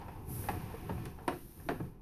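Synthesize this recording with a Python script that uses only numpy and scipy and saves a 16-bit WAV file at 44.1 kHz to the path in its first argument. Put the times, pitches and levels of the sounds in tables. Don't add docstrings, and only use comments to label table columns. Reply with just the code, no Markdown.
import sys
import numpy as np
from scipy import signal
from scipy.fft import rfft, irfft, next_fast_len
from scipy.io import wavfile
from scipy.ndimage import map_coordinates

SR = 44100
rng = np.random.default_rng(int(sys.argv[2]) if len(sys.argv) > 2 else 0)


def materialize(psi):
    bounded = np.clip(np.atleast_2d(psi).T, -1, 1)
    quanta = np.round(bounded * 32767).astype(np.int16)
    wavfile.write(sys.argv[1], SR, quanta)


N = 88817

# start_s, level_db, boom_db, hardness_hz (contact low-pass), tick_db,
# crack_db, rattle_delay_s, rattle_db, thock_hz, thock_db; layers are relative to level_db
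REEL_KNOCKS = [(0.4863, -29, -5.5, 2320, -30, -3.5, 0.046, -11.5, 798, 5.5),
               (0.8934, -36, 2, 1670, -33, -26, 0.027, -13, 910, 6.5),
               (1.2786, -27, -2, 2400, -7, -12, .04, -11.5, 964, -3),
               (1.6875, -30.5, 1, 2460, -16, -3, 0.014, -1.5, 696, 4)]
# start_s, level_db, hardness_hz, tick_db
CABLE_TAPS = [(0.014, -46.5, 2460, -25), (0.082, -42.5, 1870, -22), (0.439, -45, 2520, -20),
              (0.739, -45.5, 1480, -25), (0.977, -45, 1490, -25), (1.054, -43, 4300, 2),
              (1.186, -45.5, 1410, -23), (1.597, -56.5, 2500, -18), (1.799, -39, 1140, -25)]
# start_s, level_db, bump_hz, bump_db
COIL_THUMPS = [(0.309, -38.5, 334, -6), (0.498, -36, 310, 0.5), (0.597, -39.5, 327, -11),
               (0.741, -46, 457, 12.5), (0.903, -33.5, 289, -9), (0.983, -47.5, 342, 9),
               (1.065, -41.5, 337, -10), (1.284, -43, 375, 6), (1.321, -55, 470, 22.5),
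               (1.664, -52, 319, 17.5), (1.699, -38.5, 275, 9.5), (1.715, -43, 402, 15),
               (1.802, -31, 314, 4)]
# pitch_hz, level_db (before scatter), t60_s
FRAME_MODES = [(247, -17, 0.38), (326.3, -11.5, 0.17), (452, -10.5, 0.2), (507, -15, 0.32),
               (721.7, -2.5, .1), (821, -8, 0.071), (927, -6.5, 0.039), (984, -9, 0.091), (1090, -7, 0.042),
               (1326, -10, 0.076), (1654, -11.5, 0.088), (1779, -16.5, 0.076), (1980, -29, 0.072),
               (2477, -20, .09)]
COIL_MODES = [(118.5, -9, 0.25), (150.7, -5.5, 0.29), (181.3, -4, 0.21), (292, -17, 0.14),
              (428.5, -14, 0.15)]

# (per Hz, relative)
CLACK_COLOUR = [(150, -42), (350, -15), (570, -1), (800, 2.5), (1300, -5.5), (1800, -2), (2150, -10),
                (2600, -6.5), (3200, -13), (5000, -12.5), (7500, -15), (14000, -13.5)]
BOOM_COLOUR = [(60, -19), (165, 3), (240, -4), (330, 5.5), (460, -3), (600, -10), (1500, -57)]
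TICK_COLOUR = [(1500, -35), (4500, -4), (7500, -10), (9500, 5), (13500, -4)]
CRACK_COLOUR = [(800, -12), (1700, 10.5), (2300, 0), (4500, 2), (6500, -21), (9000, -27)]

# time_s, level_db
RUMBLE_LEVEL = [(0, -46), (.18, -50.5), (.27, -48), (.35, -44.5), (.5, -48), (.65, -44.5), (.75, -48.5),
                (.84, -46.5), (.93, -43.5), (1.06, -45), (1.16, -54.5), (1.32, -49.5), (1.42, -59),
                (1.65, -55.5), (1.85, -50.5), (2.01, -62)]
SCRAPE_LEVEL = [(0, -54.5), (.12, -54), (.27, -58.5), (.45, -46.5), (.62, -49), (.82, -50), (1.06, -48.5),
                (1.14, -60), (1.25, -58.5), (1.45, -80), (1.62, -60), (1.85, -60.5), (2.01, -75)]
SING_LEVEL = [(0, -54), (.22, -60), (.4, -69), (.75, -60), (1.0, -84), (1.25, -57), (1.42, -82),
              (2.01, -72)]
SLIDE_LEVEL = [(0, -69), (.25, -68.5), (.5, -53.5), (.6, -60.5), (.85, -62.5), (1.05, -63), (1.19, -70.5),
               (1.26, -66), (1.35, -59.5), (1.55, -61), (1.7, -61), (1.87, -68), (2.01, -89)]
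SWISH_LEVEL = [(.22, -83), (.3, -51), (.35, -46), (.43, -48), (.52, -57), (.62, -86)]

# (per Hz, relative)
RUMBLE_COLOUR = [(20, -31), (58, -17), (76, 4.5), (100, -1), (133, 0), (185, -6.5), (230, -15),
                 (300, -10.5), (400, -11.5), (560, -29), (1200, -54.5)]
SCRAPE_SPECTRUM = [(150, 10), (320, 3), (450, -7.5), (580, -7.5), (730, -5.5), (930, -5.5), (1200, -16),
                   (1500, -7.5), (1750, -8.5), (2100, -10.5), (2600, -9), (3400, -18.5), (5500, -22),
                   (7500, -30), (14000, -49)]
SLIDE_SPECTRUM = [(800, -3), (3000, -12), (5500, -10.5), (7000, -11.5), (7700, -20.5), (9000, -4),
                  (10300, -2.5), (11200, -4), (12500, 2), (14000, -6.5)]
SWISH_SPECTRUM = [(1500, -18), (3800, -20.5), (5500, -12.5), (7500, -14.5), (9000, -9.5), (10300, 0),
                  (12500, -0.5), (14000, -3.5)]
BACKGROUND_COLOUR = [(15, -1.5), (26, -2.5), (40, -1), (52, -4.5), (100, -16.5), (160, -9), (350, -18),
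                     (550, -34), (2000, -49), (14000, -74)]

# freq_hz, t60_s
ROOM_DECAY = [(150, 0.57), (700, 0.22), (2500, 0.34), (6000, 0.54), (13000, 0.033)]
# freq_hz, gain_db
MIC_COLOUR = [(6000, 0), (7000, -2.5), (7650, -2), (8500, 0), (13600, 1.5), (14050, -12)]

CLACK_T60_S, BOOM_T60_S, TICK_T60_S, CRACK_T60_S = 0.076, 0.11, 0.018, 0.015
THOCK_T60_S, BUMP_T60_S = 0.05, 0.063
ATTACK_S, BOOM_ATTACK_S, THOCK_ATTACK_S, THUMP_ATTACK_S = 0.00095, 0.0037, 0.0013, 0.0025
RING_DB, CLACK_DB, MODE_SCATTER_DB = -5, 1, 2
RUMBLE_TRIM_DB, SCRAPE_TRIM_DB, SLIDE_TRIM_DB = 1.5, -1.5, 0.5
SCRAPE_RING_DB, BACKGROUND_DB = -7, -53
SING_HZ, SING_WIDTH_HZ = 856, 123
ROOM_DB, ROOM_DELAY_S = -8.5, 0.006
TOP_HZ = 14050


def amp(db):
    return 10 ** (np.asarray(db) / 20)


def unit(x):
    return x / np.sqrt(np.mean(x ** 2) + 1e-20)


def along(points, hz):
    f, v = np.transpose(points)
    return np.interp(np.log(hz + 1), np.log(f + 1), v)


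def curve(rows):
    return np.interp(np.arange(N) / SR, *np.transpose(rows))


def wobble(rate_hz):
    knots = rng.standard_normal(int(N * rate_hz / SR) + 4)
    return map_coordinates(knots, [np.arange(N) * rate_hz / SR])


def filtered(x, response):
    m = next_fast_len(len(x) + SR // 4)
    return irfft(rfft(x, m) * response(np.fft.rfftfreq(m, 1 / SR)), m)[:len(x)]


def noise(colour, size=N):
    return unit(filtered(rng.standard_normal(size), lambda hz: amp(along(colour, hz))))


def fade(t, t60):
    return np.exp(-np.log(1000) * t / t60)


def rise(t, attack):
    return 1 - np.exp(-t / attack)


def tone(t, hz, t60):
    return np.sin(2 * np.pi * (hz * t + rng.random())) * fade(t, t60)


def ring(modes, t):
    out = np.zeros(len(t))
    for hz, db, t60 in modes:
        out += amp(db + MODE_SCATTER_DB * rng.standard_normal()) * tone(t, hz, t60)
    return out


def add(track, s, x):
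    part = track[round(s * SR):][:len(x)]
    part += x[:len(part)]


def in_room(x):
    hz, t, z = signal.stft(rng.standard_normal(SR // 2), SR, nperseg=256)
    tail = signal.istft(z * fade(t, along(ROOM_DECAY, hz)[:, None]), SR, nperseg=256)[1]
    tail = unit(tail) / np.sqrt(len(tail))
    tail = np.pad(tail, (round(ROOM_DELAY_S * SR), 0))
    return x + amp(ROOM_DB) * signal.fftconvolve(x, tail)[:len(x)]


def contact(t, hard_hz, tick_db):
    clack = noise(CLACK_COLOUR, size=len(t)) * fade(t, CLACK_T60_S)
    body = amp(RING_DB) * ring(FRAME_MODES, t) + amp(CLACK_DB) * clack
    body = signal.lfilter(*signal.butter(2, hard_hz, fs=SR), body)
    tick = amp(tick_db) * noise(TICK_COLOUR, size=len(t)) * fade(t, TICK_T60_S)
    return (body + tick) * rise(t, ATTACK_S)


def reel_knocks():
    out, t = np.zeros(N), np.arange(SR // 2) / SR
    swell = rise(t, BOOM_ATTACK_S)
    for (s, db, boom_db, hard_hz, tick_db, crack_db,
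         rattle_s, rattle_db, thock_hz, thock_db) in REEL_KNOCKS:
        boom = amp(boom_db) * noise(BOOM_COLOUR, size=len(t)) * swell * fade(t, BOOM_T60_S)
        thock = amp(thock_db) * tone(t, thock_hz, THOCK_T60_S) * rise(t, THOCK_ATTACK_S)
        crack = noise(CRACK_COLOUR, size=len(t)) * fade(t, CRACK_T60_S) * rise(t, ATTACK_S)
        blow = in_room(contact(t, hard_hz, tick_db) + boom)
        add(out, s, amp(db) * (blow + thock + amp(crack_db) * crack))
        rattle = in_room(swell * contact(t, hard_hz=1870, tick_db=-23))
        add(out, s + rattle_s, amp(db + rattle_db) * rattle)
    return out


def cable_taps():
    out, t = np.zeros(N), np.arange(SR // 2) / SR
    for s, db, hard_hz, tick_db in CABLE_TAPS:
        add(out, s, amp(db) * in_room(contact(t, hard_hz, tick_db)))
    return out


def coil_thumps():
    out, t = np.zeros(N), np.arange(SR // 2) / SR
    onset = rise(t, THUMP_ATTACK_S)
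    for s, db, bump_hz, bump_db in COIL_THUMPS:
        bump = amp(bump_db) * tone(t, bump_hz, BUMP_T60_S)
        add(out, s, amp(db) * onset * (ring(COIL_MODES, t) + bump))
    return out


def reel_rumble(uneven_db=2):
    lumpy = unit(noise(RUMBLE_COLOUR) * amp(uneven_db * wobble(25.12)))
    return amp(RUMBLE_TRIM_DB + curve(RUMBLE_LEVEL)) * lumpy


def cable_scrape(grain_db=0.5, uneven_db=1):
    slips = rng.standard_normal(N) * amp(grain_db * wobble(260) + uneven_db * wobble(19.84))
    rub = unit(filtered(slips, lambda hz: amp(along(SCRAPE_SPECTRUM, hz))))
    frame_response = ring(FRAME_MODES, np.arange(SR // 2) / SR)
    frame = unit(signal.fftconvolve(slips, frame_response)[:N])
    sing = unit(filtered(slips, lambda hz: 1 / (1 + ((hz - SING_HZ) / SING_WIDTH_HZ) ** 2)))
    scrape = amp(SCRAPE_TRIM_DB + curve(SCRAPE_LEVEL)) * (rub + amp(SCRAPE_RING_DB) * frame)
    return scrape + amp(curve(SING_LEVEL)) * sing


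def cable_hiss(grain_db=1.16, swish_grain_db=1.06):
    slide_db = SLIDE_TRIM_DB + curve(SLIDE_LEVEL) + grain_db * wobble(300)
    swish_db = curve(SWISH_LEVEL) + swish_grain_db * wobble(300)
    return amp(slide_db) * noise(SLIDE_SPECTRUM) + amp(swish_db) * noise(SWISH_SPECTRUM)


def room_background():
    return amp(BACKGROUND_DB) * noise(BACKGROUND_COLOUR)


def scene():
    reel = reel_knocks() + coil_thumps() + reel_rumble()
    cable = cable_taps() + cable_scrape() + cable_hiss()
    return (reel + cable + room_background())[None]


def record(dry):
    return filtered(dry[0], lambda hz: amp(along(MIC_COLOUR, hz)) * (hz < TOP_HZ))[None]


dry = scene()
out = record(dry)
materialize(out)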